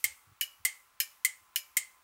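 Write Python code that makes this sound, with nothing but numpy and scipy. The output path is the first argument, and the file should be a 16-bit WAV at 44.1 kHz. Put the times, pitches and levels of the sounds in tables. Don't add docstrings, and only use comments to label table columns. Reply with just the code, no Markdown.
import sys
import numpy as np
from scipy import signal
from scipy.fft import rfft, irfft
from scipy.io import wavfile
from scipy.ndimage import uniform_filter1d

SR = 44100
rng = np.random.default_rng(int(sys.argv[2]) if len(sys.argv) > 2 else 0)


def output_pcm(signal):
    pcm = np.clip(np.atleast_2d(signal).T, -1, 1) * 32767
    wavfile.write(sys.argv[1], SR, np.round(pcm).astype(np.int16))


def how_loud(loudness_db):
    steps = np.asarray(loudness_db, float) / 20
    return 10 ** steps


N = 89567

# start_s, level_db, board_knock_db, spring_db, case_ring_db
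PULL_INS = [
    (.0412, -27, -9, -5.5, 0),
    (.6503, -27, -0.5, -2, 0),
    (1.2482, -28.5, 0.5, 1, 2),
    (1.7686, -28.5, -0.5, 2.5, 3),
]
# start_s, level_db, board_knock_db, spring_db, case_ring_db
DROP_OUTS = [
    (.4104, -34, 3.5, -8, 0),
    (1.0015, -32, -6, -2, 1),
    (1.559, -34, -4.5, -3.5, 1.5),
]
# pitch_hz, level_db, t60_s, spread_hz
PULL_TONES = [(2060, -2.5, 0.049, 110), (7110, -6, 0.049, 760), (400.7, -51, .15, 99), (548, -50, 0.48, 37),
              (859, -38.5, 0.22, 100), (1219, -32.5, 0.13, 100), (1795, -20.5, 0.059, 280),
              (2131.5, -8.5, 0.1, 96), (2960, -22.5, 0.092, 37), (3167, -18.5, 0.11, 150),
              (4440, -19.5, 0.053, 150), (8186, -6.5, .05, 250), (8570, -4.5, 0.021, 160),
              (12340, 3, 0.016, 2000)]
DROP_TONES = [(2937, 1, 0.074, 67), (5150, -10, 0.18, 350), (393, -45.5, 0.11, 270), (583, -44, 0.37, 27),
              (1642, -19, 0.074, 150), (1828, -18.5, 0.13, 86), (2093, -11.5, 0.019, 89),
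              (2320, -20, 0.24, 24.5), (2388, -14, .08, 31), (3100, -13.5, .07, 50),
              (4170, -14.5, 0.046, 450), (6875, -2.5, 0.031, 950), (8360, -6.5, 0.014, 910),
              (12800, 7, .013, 570)]
# pitch_hz, level_db (per Hz)
PULL_SIZZLE = [(400, -49.5), (1300, -28), (2100, -6), (3600, -11), (5300, -7.5), (8300, -1.5),
               (11000, -4.5), (16000, -5)]
DROP_SIZZLE = [(400, -50.5), (1200, -23.5), (2600, -0.5), (3600, -8.5), (5200, -2.5), (8000, -4.5),
               (12700, 0), (16000, -3.5)]
# bounce_gap_s, loss_per_bounce_db, sizzle_db, sizzle_t60_s, echo_db, late_wash_db
PULL_FEEL = (.0022, -1, 4.5, 0.0547, -5, -24)
DROP_FEEL = (.0015, -3.5, 6.5, 0.1128, -6.5, -19)
# pitch_hz, t60_s
ROOM_FADE = [(500, 0.82), (1500, 0.32), (3500, 0.26), (9000, 0.2), (15000, 0.043)]
# start_s, length_s, level_db, pitch_hz
BUMPS = [
    (0.044, 0.027, -61, 97.6),
    (0.092, 0.033, -65.5, 73.6),
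    (0.269, 0.012, -60, 99),
    (0.289, 0.011, -60, 95),
    (0.311, 0.016, -58, 104),
    (.595, .02, -63, 85),
    (0.627, 0.026, -70, 45),
    (1.412, 0.018, -70.5, 91),
]
# pitch_hz, width_hz, level_db
FAN_TONES = [(860, 71, -86.5), (1141, 52, -77), (1324, 140, -75), (15550, 300, -78)]
# time_s, level_db
WHINE_LEVEL = [(0, -83.5), (.7, -81.5), (.92, -78), (1.401, -74), (2.03, -72.5)]
# pitch_hz, level_db (per Hz)
HISS_COLOUR = [(25, -42), (60, -18), (250, -12.5), (550, -12.5), (900, -0.5), (2200, -3), (4500, -10.5),
               (15500, -15)]

LATE_T60_S = 0.69


def relay():
    out = np.zeros(N)
    for row in PULL_INS:
        add(out, *stroke(row, PULL_TONES, PULL_SIZZLE, PULL_FEEL))
    for row in DROP_OUTS:
        add(out, *stroke(row, DROP_TONES, DROP_SIZZLE, DROP_FEEL))
    earlier_s, earlier_db = 0.17, -43.5
    t = np.arange(N) / SR
    fade = how_loud(earlier_db - 60 * (t + earlier_s) / LATE_T60_S)
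    return out + fade * coloured(DROP_SIZZLE, N)


def stroke(row, tones, sizzle, feel):
    start_s, level_db, knock_db, spring_db, ring_db = row
    gap_s, loss_db, sizzle_db, sizzle_t60, echo_db, late_db = feel
    treble_rise_s, echo_rise_s = 0.00024, 0.0033
    extra_db = [knock_db, spring_db] + [ring_db * (tone[0] > 4000) for tone in tones[2:]]
    tones = [(hz, db + more, t60, spread) for (hz, db, t60, spread), more in zip(tones, extra_db)]
    t = np.arange(SR) / SR
    luck = rng.random((len(tones), 4))

    bounce = np.arange(4)[:, None]
    since = t - bounce * gap_s * (0.98 + 0.21 * luck[0, :, None])
    rattle = how_loud(loss_db * bounce - 60 * since / sizzle_t60) * np.clip(since / treble_rise_s, 0, 1)
    sound = how_loud(sizzle_db + ring_db) * rattle.max(0) * coloured(sizzle, SR)

    late_wash = how_loud(late_db - 60 * t / LATE_T60_S) * coloured(sizzle, SR)
    room = how_loud(echo_db) * room_echo(tones, sizzle, SR) + late_wash
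    sound += room * (1 - np.exp(-(t / echo_rise_s) ** 2))

    for tone, chance in zip(tones, luck):
        sound += ringing_tone(t, tone, chance, treble_rise_s)
    return start_s, how_loud(level_db) * sound


def ringing_tone(t, tone, chance, treble_rise_s):
    hz, level_db, t60, spread = tone
    drive_s = 0.0041
    swing = t - 0.004
    treble = np.clip((hz - 3000) / 3000, 0, 1)
    rise = 1 - np.exp(-(t / max(2.42 / hz, treble_rise_s)) ** 3)
    held = np.maximum(t - drive_s * (1 - treble), 0)
    second_hz = hz + spread * (chance[1] - 0.5)
    third_hz = hz + spread * (chance[3] - 0.5)
    cluster = np.sin(2 * np.pi * (hz * swing + 0.42 * chance[0]))
    cluster += 0.5 * np.sin(2 * np.pi * (second_hz * swing + 0.62 * chance[2]))
    cluster += 0.55 * np.sin(2 * np.pi * (third_hz * t + chance[1]))
    return 2 * how_loud(level_db - 60 * held / t60) * rise * cluster


def room_echo(tones, sizzle, count):
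    ring_db = -3
    hz = np.fft.rfftfreq(count, 1 / SR)
    power = how_loud(2 * read(sizzle, hz))
    power = power / power.sum()
    for tone_hz, db, t60, spread in tones:
        peak = 1 / (1 + ((hz - tone_hz) / (spread / 2 + 15)) ** 2) ** 2
        build_up = min(t60 / 0.036, 1) ** 2
        power = power + how_loud(2 * (db + ring_db)) * build_up * peak / peak.sum()
    noise = irfft(rfft(rng.standard_normal(count)) * np.sqrt(power * count / 2), count)
    band_hz, t, bands = signal.stft(noise, SR, nperseg=256)
    fade = how_loud(-60 * t / read(ROOM_FADE, band_hz)[:, None])
    return signal.istft(bands * fade, SR, nperseg=256)[1][:count]


def hand():
    rumble_db, rumble_hz = -83.5, 54.7
    out = how_loud(rumble_db) * evened(resonate(rng.standard_normal(N), rumble_hz, 40))
    for start_s, length_s, level_db, hz in BUMPS:
        t = np.arange(0, 2 * length_s, 1 / SR)
        swell = np.sin(np.pi * (t / length_s / 2) ** 0.6) ** 2
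        thump = np.tanh(1.87 * np.sin(2 * np.pi * hz * t) + 0.44)
        add(out, start_s, how_loud(level_db) * swell * thump)
    return out


def fan():
    whine_hz, waver_hz = 1029, 5
    time_s, level_db = np.transpose(WHINE_LEVEL)
    waver, flutter = (evened(uniform_filter1d(rng.standard_normal(N), size=1500)) for _ in range(2))
    whine = np.sin(2 * np.pi * np.cumsum(whine_hz + waver_hz * waver) / SR)
    out = whine * how_loud(np.interp(np.arange(N) / SR, time_s, level_db) + 2.5 + 2 * flutter)
    for hz, width_hz, db in FAN_TONES:
        out += how_loud(db) * evened(resonate(rng.standard_normal(N), hz, width_hz))
    return out


def hiss():
    return how_loud(-69) * coloured(HISS_COLOUR, N)


def coloured(spectrum, count):
    hz = np.fft.rfftfreq(count, 1 / SR)
    return evened(irfft(rfft(rng.standard_normal(count)) * how_loud(read(spectrum, hz)), count))


def resonate(x, hz, width_hz):
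    r = np.exp(-np.pi * width_hz / SR)
    return signal.lfilter([1 - r], [1, -2 * r * np.cos(2 * np.pi * hz / SR), r * r], x)


def evened(x):
    return x / np.sqrt(np.mean(x ** 2) + 1e-20)


def read(points, hz):
    point_hz, value = np.transpose(points)
    return np.interp(np.log(hz + 1), np.log(point_hz + 1), value)


def add(mix, start_s, sound):
    part = mix[round(start_s * SR):][:len(sound)]
    part += sound[:len(part)]


def scene():
    return (relay() + hand() + fan() + hiss())[None]


def band_limit(x):
    return signal.sosfilt(signal.butter(12, 17010, fs=SR, output="sos"), x)


def record(dry):
    treble_cut = signal.firwin(255, 15800, window=("kaiser", 5), fs=SR)
    bass_cut = signal.butter(2, 42, "high", fs=SR, output="sos")
    thin = signal.sosfilt(bass_cut, dry)
    mix = signal.oaconvolve(thin, treble_cut[None], "same")
    return band_limit(mix)


dry = scene()
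out = record(dry)
output_pcm(out)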